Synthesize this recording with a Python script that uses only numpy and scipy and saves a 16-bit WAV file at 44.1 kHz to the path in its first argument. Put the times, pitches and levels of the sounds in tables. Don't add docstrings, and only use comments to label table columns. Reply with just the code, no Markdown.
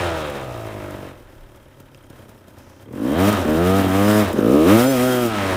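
import sys
import numpy as np
from scipy import signal
from scipy.fft import rfft, irfft, next_fast_len
from scipy.io import wavfile
from scipy.ndimage import uniform_filter1d

SR = 44100
rng = np.random.default_rng(int(sys.argv[2]) if len(sys.argv) > 2 else 0)


def invert_db(x):
    u = np.asarray(x, float) / 20
    return 10 ** u


def pcm_store(signal):
    levels = np.round(np.clip(np.atleast_2d(signal), -1, 1) * 32767)
    wavfile.write(sys.argv[1], SR, levels.astype(np.int16).T)


N = 245195
TIME_S = np.arange(N) / SR


def in_time(rows):
    time_s, *columns = np.transpose(rows)
    return [np.interp(TIME_S, time_s, column) for column in columns]


def bumps(times_s, db, width_s):
    return sum(d * np.exp(-((TIME_S - s) / width_s) ** 2) for s, d in zip(times_s, db))


def drift(rate):
    steps = rng.standard_normal(int(N / SR * 100))
    return np.interp(TIME_S * rate, np.arange(len(steps)), steps)


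def clicks(times_s, db):
    out = np.zeros(N)
    np.add.at(out, (np.asarray(times_s) * SR).astype(int), invert_db(db))
    return out


def evened(x, window_s=0.097):
    size = int(window_s * SR)
    power = uniform_filter1d(x ** 2, size, mode="reflect")
    power = uniform_filter1d(power, size, mode="reflect")
    return x / np.sqrt(np.maximum(power, 0) + 1e-16)


def band(x, low_hz, high_hz, order=2):
    edges_hz = [low_hz, min(high_hz, .45 * SR)]
    return signal.sosfilt(signal.butter(order, edges_hz, "band", fs=SR, output="sos"), x + 1e-18)


def coloured(spectrum):
    hz = np.maximum(np.arange(N // 2 + 1) * SR / N, 1)
    table_hz, table_db = np.transpose(spectrum)
    shape_db = np.interp(np.log(hz), np.log(table_hz), table_db)
    noise = irfft(rfft(rng.standard_normal(N)) * invert_db(shape_db), N)
    return noise / noise.std()


def resonate(x, modes, patchy_db=0):
    out = 0
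    for k, (hz, width_hz, db) in enumerate(modes):
        r = np.exp(-np.pi * width_hz / SR)
        poles = [1, -2 * r * np.cos(2 * np.pi * hz / SR), r * r]
        ring = signal.lfilter([1, 0, -1], poles, x + 1e-18)
        swell_db = patchy_db * drift(8) if patchy_db else 0
        sign = (-1) ** k
        out = out + sign * invert_db(db + swell_db) * (1 - r * r) / 2 * ring
    return out


def lift(x, hz, width_hz, db):
    r, ring, state = np.exp(-np.pi * width_hz / SR), np.zeros(N), np.zeros(2)
    for i in range(0, N, 256):
        poles = [1, -2 * r * np.cos(2 * np.pi * hz[i] / SR), r * r]
        ring[i:i + 256], state = signal.lfilter([1, 0, -1], poles, x[i:i + 256], zi=state)
    return x + invert_db(db) * (1 - r * r) / 2 * ring


def smear(x, delays_ms, gain):
    size = next_fast_len(N + SR // 2)
    spectrum, hz = rfft(x, size), np.arange(size // 2 + 1) * SR / size
    for ms in delays_ms:
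        echo = np.exp(-2j * np.pi * hz * ms / 1000)
        spectrum = spectrum * (echo - gain) / (1 - gain * echo)
    return irfft(spectrum, size)[:N]


# pitch_hz, level_db (per Hz)
WIND = [(12, -42), (24, 18.5), (110, 4), (140, -34), (240, -120)]
# time_s, level_db
GUSTS = [(0, -49.5), (1.4, -52.5), (2.8, -60.5), (3.5, -44), (4.3, -50), (5.56, -47)]


def wind():
    gust_db = in_time(GUSTS)[0]
    return invert_db(gust_db + 3.5 * drift(8.4)) * coloured(WIND)


# time_s, low_hz, high_hz, level_db
SPLITS = [(4.875, 4200, 7000, -38), (4.9, 5200, 7500, -38), (4.9, 14000, 15900, -40),
          (4.92, 10300, 12500, -38), (5.01, 8300, 10400, -40)]


def splits():
    noise = rng.standard_normal(N)
    out = 0
    for time_s, low_hz, high_hz, db in SPLITS:
        patch = np.cos(np.pi / 2 * np.clip((TIME_S - time_s) / .022, -1, 1))
        out = out + invert_db(db) * patch * evened(band(noise, low_hz, high_hz, order=4))
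    return out


# time_s, peak_db, pitch_hz
TICKS = [(1.4366, -55, 5490), (1.947, -35, 4990), (1.9748, -41, 9280), (1.9894, -46, 4860),
         (2.0283, -43, 9590), (2.0424, -42, 6780), (2.3895, -45, 5150), (3.795, -12, 1950),
         (4.3835, -25, 6320)]
# time_s, peak_db, pitch_hz
LEVER = (1.947, -29, 2670)


def ticks():
    return sum(resonate(clicks([s], db + 20.5), [(hz, 400, 0)]) for s, db, hz in [*TICKS, LEVER])


# start_s, end_s, pitch_hz,
# width_hz, level_db
SINGING = [(4.02, 4.24, 5060, 35, -43), (4.8, 5.27, 3228, 35, -42), (5.07, 5.21, 3225, 25, -42),
           (2.55, 2.83, 5600, 2500, -65), (3.15, 3.35, 3230, 120, -49), (-.04, .6, 2650, 350, -53),
           (-.04, .4, 3300, 250, -51), (1.3, 2.05, 135, 20, -59), (5.32, 5.45, 1290, 45, -31),
           (5.46, 5.6, 1010, 40, -35)]


def singing():
    out = 0
    for start_s, end_s, hz, width_hz, db in SINGING:
        swell = np.clip(np.minimum(TIME_S - start_s, end_s - TIME_S) / .04, 0, 1)
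        mode = [(hz, width_hz, 0)]
        ring = resonate(resonate(rng.standard_normal(N), mode), mode)
        out = out + invert_db(db) * swell * evened(ring, window_s=.05)
    return out


# time_s, crack_peak_db, thump_db
JOLTS = [(1.5588, -49, -41), (1.801, -45, -40), (2.1007, -45, -34.5), (2.2913, -45, -34), (2.482, -48, -36),
         (2.5846, -47, -47), (2.8112, -54, -50)]
# time_s, peak_db
CRACKS = [(0.2994, -35), (0.9068, -36.5), (2.9264, -43.5), (3.3273, -22), (4.283, -32), (4.3296, -27.5)]


def jolts():
    jolt_s, jolt_db, thump_db = np.transpose(JOLTS)
    crack_s, crack_db = np.transpose(CRACKS)
    fade = np.exp(-1 / (0.0052 * SR))
    taps = clicks(jolt_s, jolt_db) + clicks(crack_s, crack_db - 3)
    crack = signal.lfilter([1], [1, -fade], taps) * band(rng.standard_normal(N), 3000, 19000)
    thump = resonate(clicks(jolt_s + .004, thump_db + 41), [(110, 70, 0), (300, 200, -5)])
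    return crack + thump


# time_s, speed_turns_per_s
REVS_COASTING = [(0, 91), (.092, 84), (.39, 67.7), (.604, 55.8), (.858, 49.7), (.992, 48.5), (1.2, 43.4)]
REVS_IDLE = [(1.35, 36), (1.55, 36.72), (1.849, 34), (2.299, 31.7), (2.802, 30.73)]
REVS_FIRST_BLIP = [(2.85, 34.48), (2.98, 48.64), (3.11, 71.74), (3.23, 96.6), (3.29, 106.1), (3.315, 106.5),
                   (3.39, 92.2), (3.46, 75.6)]
REVS_SECOND_BLIP = [(3.54, 77.63), (3.62, 86.9), (3.71, 94.44), (3.78, 98.1), (3.895, 92.45),
                    (4.089, 105.4), (4.199, 106.1), (4.25, 98.1), (4.42, 53.9)]
REVS_THIRD_BLIP = [(4.46, 55), (4.55, 72.6), (4.64, 81), (4.701, 98.8), (4.74, 108.4), (4.829, 124.5),
                   (4.892, 136.8), (4.91, 136), (4.981, 122.3)]
REVS_RUN_OUT = [(5.07, 128.2), (5.14, 125.1), (5.22, 122.2), (5.38, 100.6), (5.49, 94.5), (5.56, 90.6)]


def revs():
    return in_time([*REVS_COASTING, *REVS_IDLE, *REVS_FIRST_BLIP,
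                    *REVS_SECOND_BLIP, *REVS_THIRD_BLIP, *REVS_RUN_OUT])[0]


# throttle (0-1), unevenness_db of firing, turbulent share (0-1)
OVERRUN, IDLING, CATCHING = (0, 1.3, .4), (.15, 2.5, .8), (1, 3, .3)
PULLING, STUMBLING, EASING = (1, .7, .11), (.45, 2.7, .62), (.2, 1.5, .36)
# start_s, way of burning (as above)
HAND = [(0, OVERRUN), (1.14, IDLING), (2.85, CATCHING), (2.96, PULLING), (3.31, STUMBLING),
        (3.465, PULLING), (3.79, CATCHING), (3.915, PULLING), (4.235, STUMBLING), (4.395, PULLING),
        (5.285, EASING)]


def hand():
    times_s, states = zip(*HAND)
    now = np.searchsorted(times_s, TIME_S, side="right") - 1
    fade_s = .045
    return uniform_filter1d(np.array(states).T[:, now], int(fade_s * SR), mode="nearest")


def crank():
    early_revs = np.pad(revs()[350:], (0, 350), "edge")
    turns = .999 + np.cumsum(early_revs) / SR
    turn = turns.astype(int)
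    uneven_db = hand()[1]
    chance = rng.standard_normal(800)
    chance[1:] -= 0.14 * chance[:-1]
    strength = invert_db(uneven_db * chance[turn])
    firings = np.diff(turn, prepend=0) * strength
    return turns - turn, firings, strength


def gate(angle, sharp, steady):
    return steady + np.exp(-sharp * angle)


def by_revs(open_rows, climb_rows, shut_rows):
    speed, throttle = revs(), hand()[0]

    def read(rows):
        table_speed, *columns = np.transpose(rows)
        return np.array([np.interp(speed, table_speed, column) for column in columns])

    climb_from_s = 4.33
    pulling = np.where(TIME_S < climb_from_s, read(open_rows), read(climb_rows))
    return throttle * pulling + (1 - throttle) * read(shut_rows)


# time_s, level_db
EFFORT_COASTING = [(0, -21.5), (.308, -27.5), (.59, -30), (.942, -33), (1.1, -36), (1.135, -41.5),
                   (1.25, -45.5)]
EFFORT_IDLE = [(1.45, -47.5), (1.75, -49.5), (2.1, -49), (2.2, -44), (2.28, -47.5), (2.46, -50),
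               (2.62, -46.5), (2.8, -48.5)]
EFFORT_FIRST_BLIP = [(2.85, -44.5), (2.912, -39.5), (2.928, -33.5), (3.046, -18.5), (3.104, -19.5),
                     (3.286, -12.5), (3.396, -20), (3.46, -19.5)]
EFFORT_SECOND_BLIP = [(3.48, -17.5), (3.798, -15), (3.864, -18), (4.124, -13), (4.204, -13.5),
                      (4.266, -19.5), (4.36, -25)]
EFFORT_THIRD_BLIP = [(4.38, -19.5), (4.39, -16), (4.416, -16), (4.518, -12.5), (4.654, -13.5),
                     (4.718, -8.5), (4.846, -15), (4.95, -17.5), (4.98, -17)]
EFFORT_RUN_OUT = [(5.02, -15.5), (5.26, -18.5), (5.308, -22), (5.406, -20), (5.488, -19.5), (5.56, -19)]
# time_s, loss_db
MISFIRES = [(3.268, -5.5), (3.309, -8.5), (3.36, -4), (3.44, -5), (3.468, -1), (3.83, -1.5), (3.875, -4),
            (4.27, -5.5), (4.37, 0)]
# speed_turns_per_s, thud_db, pipe_db, upper_pipe_db, rattle_db, hiss_db
PARTS_OPEN = [(40, -2, -3.5, -9, -14.5, -21.5), (56.6, -18, -1, -15.5, -20, -26.5),
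              (75.3, -12.5, -1, -8.5, -14, -22), (93.23, -7, -2, -9, -10, -19),
              (107.02, -10, -2, -9, -11.5, -16)]
PARTS_CLIMB = [(55.53, -13.5, -1.48, -9, -17.5, -26), (75.4, -17, 0.25, -8.5, -16, -23.5),
               (96.53, -13.5, -1.42, -8.5, -12.5, -18.5), (110.4, -9.5, -0.62, -9.5, -13.5, -15),
               (123.8, -13, -2.6, -9, -10.5, -14), (138.7, -11.5, -0.58, -5, -16.5, -11)]
PARTS_SHUT = [(31.8, -2.5, -4, -6.5, -6, -10.5), (41, -7, -10, -6, -8, -13),
              (48.5, -5, -3.5, -5.5, -8, -17), (62, -4.5, -15, -5, -10.5, -18.5),
              (69, -11.5, -9, -4, -6.5, -17), (85.4, -5.5, -12.5, -2.5, -5.5, -15),
              (102, -10, -6, -9.5, -5, -14)]


def levels():
    effort, = in_time([*EFFORT_COASTING, *EFFORT_IDLE, *EFFORT_FIRST_BLIP,
                       *EFFORT_SECOND_BLIP, *EFFORT_THIRD_BLIP, *EFFORT_RUN_OUT])
    jolt_s = [s + 0.006 for s, *_ in JOLTS]
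    effort = effort + bumps(jolt_s, [3.5] * len(jolt_s), width_s=0.014)
    miss_s, loss_db = np.transpose(MISFIRES)
    felt = (0.15, 0.88, 1.595, 0.29, 0.69)
    missed = np.outer(felt, bumps(miss_s, loss_db, width_s=0.0059))
    return effort + missed + by_revs(PARTS_OPEN, PARTS_CLIMB, PARTS_SHUT)


# speed_turns_per_s, pipe_hz, upper_pipe_hz, casing_hz
TUNING_OPEN = [(56, 253, 510, 1088), (74.93, 263, 575, 1116.5), (84, 128, 705, 1245),
               (98.7, 243, 710, 1170), (108, 176.4, 640, 1240)]
TUNING_CLIMB = [(55.3, 226, 461, 1276), (76.8, 290, 534, 1170), (96.8, 247, 390, 1117),
                (119.6, 234, 730, 1250), (138.5, 340, 480, 1530)]
TUNING_SHUT = [(32, 273, 564, 1200), (45, 260, 540, 1060), (53, 360, 610, 1040), (61.3, 340, 580, 1270),
               (73, 160, 520, 1140), (86.2, 390, 623, 1330), (94.4, 290, 600, 1060),
               (107.08, 117, 770, 1300)]


def tuning():
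    return by_revs(TUNING_OPEN, TUNING_CLIMB, TUNING_SHUT)


# pitch_hz, level_db (per Hz)
HISS = [(2650, 0.5), (4500, -5.5), (5030, -1), (6890, -4), (8860, -3.5), (11600, -3.5), (13900, -3),
        (15100, -1), (15800, -14)]
# pitch_hz, width_hz, level_db
FINS = [(5240, 40, -15.5), (6300, 33, 4), (9200, 400, -13.5), (11150, 100, 0)]


def hiss(angle, db):
    air = coloured(HISS)
    air = air + resonate(air, FINS)
    shut_at_speed = (1 - hand()[0]) * np.clip(revs() / 85, 0, 1) ** 2
    air = air - 0.81 * shut_at_speed * band(air, 8600, 17000, order=1)
    flutter_db = 2.0 * drift(30) + 0.5 * drift(70)
    air = air * gate(angle, sharp=8.9, steady=1.2) * invert_db(flutter_db)
    return invert_db(db[4]) * evened(air)


def piston_ring(angle):
    puff = rng.standard_normal(N) * np.exp(-((angle - .15) / .1) ** 2)
    mode = [(3200, 350, 0)]
    return invert_db(-70.5 + 2.5 * drift(5)) * evened(resonate(resonate(puff, mode), mode))


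# pitch_hz, width_hz, level_db
CASING = [(827, 108, -0.5), (980, 254, -4), (1252, 110, -1), (1480, 653, -5), (2030, 830, -5.5),
          (2660, 960, -10), (3196, 64, -6.5), (3690, 470, -16)]


def rattle(angle, firings, db, hz):
    pitched = 1 - hand()[2]
    knock = band(smear(firings, delays_ms=(.7, 1.9, 3.7), gain=0.62), 980, 3700)
    knock = resonate(knock, CASING, patchy_db=3.0)
    knock = evened(lift(knock, hz[2], width_hz=170, db=8))
    clatter = rng.standard_normal(N) * gate(angle, sharp=16.0, steady=1.0) * invert_db(2.6 * drift(25))
    body = 1.7 * pitched * invert_db(2.5 * drift(12)) * knock + evened(resonate(clatter, CASING))
    bright = invert_db(2.3 * np.log2(revs() / 90))
    body = body + (bright - 1) * band(body, 1850, 9900)
    clutch_db = bumps([4.705], [3.9], width_s=0.027)
    return invert_db(db[3] + clutch_db) * evened(band(body, 700, 4400, order=3))


# pitch_hz, width_hz, level_db
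PIPE_PULLING = [(212.5, 85, -5), (243.6, 68.5, 1), (335, 287, -2.5), (422, 175, -1), (584, 67, -6),
                (621.6, 93, -6), (724, 335, -13.5)]
PIPE_COASTING = [(205, 49, -1), (242.5, 38, 3.5), (362, 220, -0.5), (424, 68, 1.5), (541, 49, -10),
                 (676, 85, -0.5), (853, 430, -6)]
# pitch_hz, width_hz, level_db
SILENCER = [(92, 40, 3.5), (131.3, 63, -3)]


def exhaust(angle, firings, strength, db, hz):
    throttle, _, turbulent = hand()
    gas = rng.standard_normal(N) * gate(angle, sharp=0.23, steady=1.0) * strength ** .5
    lag = int(0.006282 * SR)
    echoed = firings + .5 * np.pad(firings, (lag, 0))[:N]
    pulses = smear(echoed, delays_ms=(.9, 1.7), gain=0.72)

    def voiced(modes, patchy_db, rough_share):
        clean = evened(resonate(pulses, modes, patchy_db))
        rough = evened(resonate(gas, modes, patchy_db))
        return np.sqrt(1 - rough_share ** 2) * clean + rough_share * rough

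    pulling = voiced(PIPE_PULLING, 1.2, turbulent)
    coasting = voiced(PIPE_COASTING, 1.8, turbulent)
    pipe = throttle * pulling + (1 - throttle) * coasting
    cold_db = bumps([2.99], [16], width_s=0.18)
    low = evened(lift(band(pipe, 179.5, 448, order=3), hz[0], width_hz=67, db=cold_db))
    upper = evened(lift(band(pipe, 334.5, 790, order=4), hz[1], width_hz=120, db=8))
    thud = evened(band(voiced(SILENCER, 0, 0.86 * turbulent), 49, 152))
    return invert_db(db[0]) * thud + invert_db(db[1]) * low - invert_db(db[2]) * upper


# time_s, peak_db
POPS = [(2.871, -36), (2.905, -30.5), (2.961, -29), (3.32, -22), (3.448, -15.5), (4.337, -16.5),
        (4.384, -8), (4.419, -24)]


def pops():
    time_s, db = np.transpose(POPS)
    return invert_db(52.5) * band(resonate(clicks(time_s, db), PIPE_PULLING[:4]), 180, 418)


def scene():
    angle, firings, strength = crank()
    db, hz = levels(), tuning()
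    surroundings = wind() + ticks() + singing() + jolts()
    engine = hiss(angle, db) + piston_ring(angle) + rattle(angle, firings, db, hz)
    engine = engine + exhaust(angle, firings, strength, db, hz) + pops()
    return surroundings + engine + splits() * [[1], [-1]]


def band_limit(x):
    return signal.sosfilt(signal.butter(12, 15980, fs=SR, output="sos"), x)


def record(dry):
    rounded = dry / (1 + (dry / .8) ** 4) ** .25
    top_cut = signal.cheby2(14, 50, 16150, fs=SR, output="sos")
    mix = signal.sosfilt(top_cut, rounded)
    return band_limit(mix)


dry = scene()
out = record(dry)
pcm_store(out)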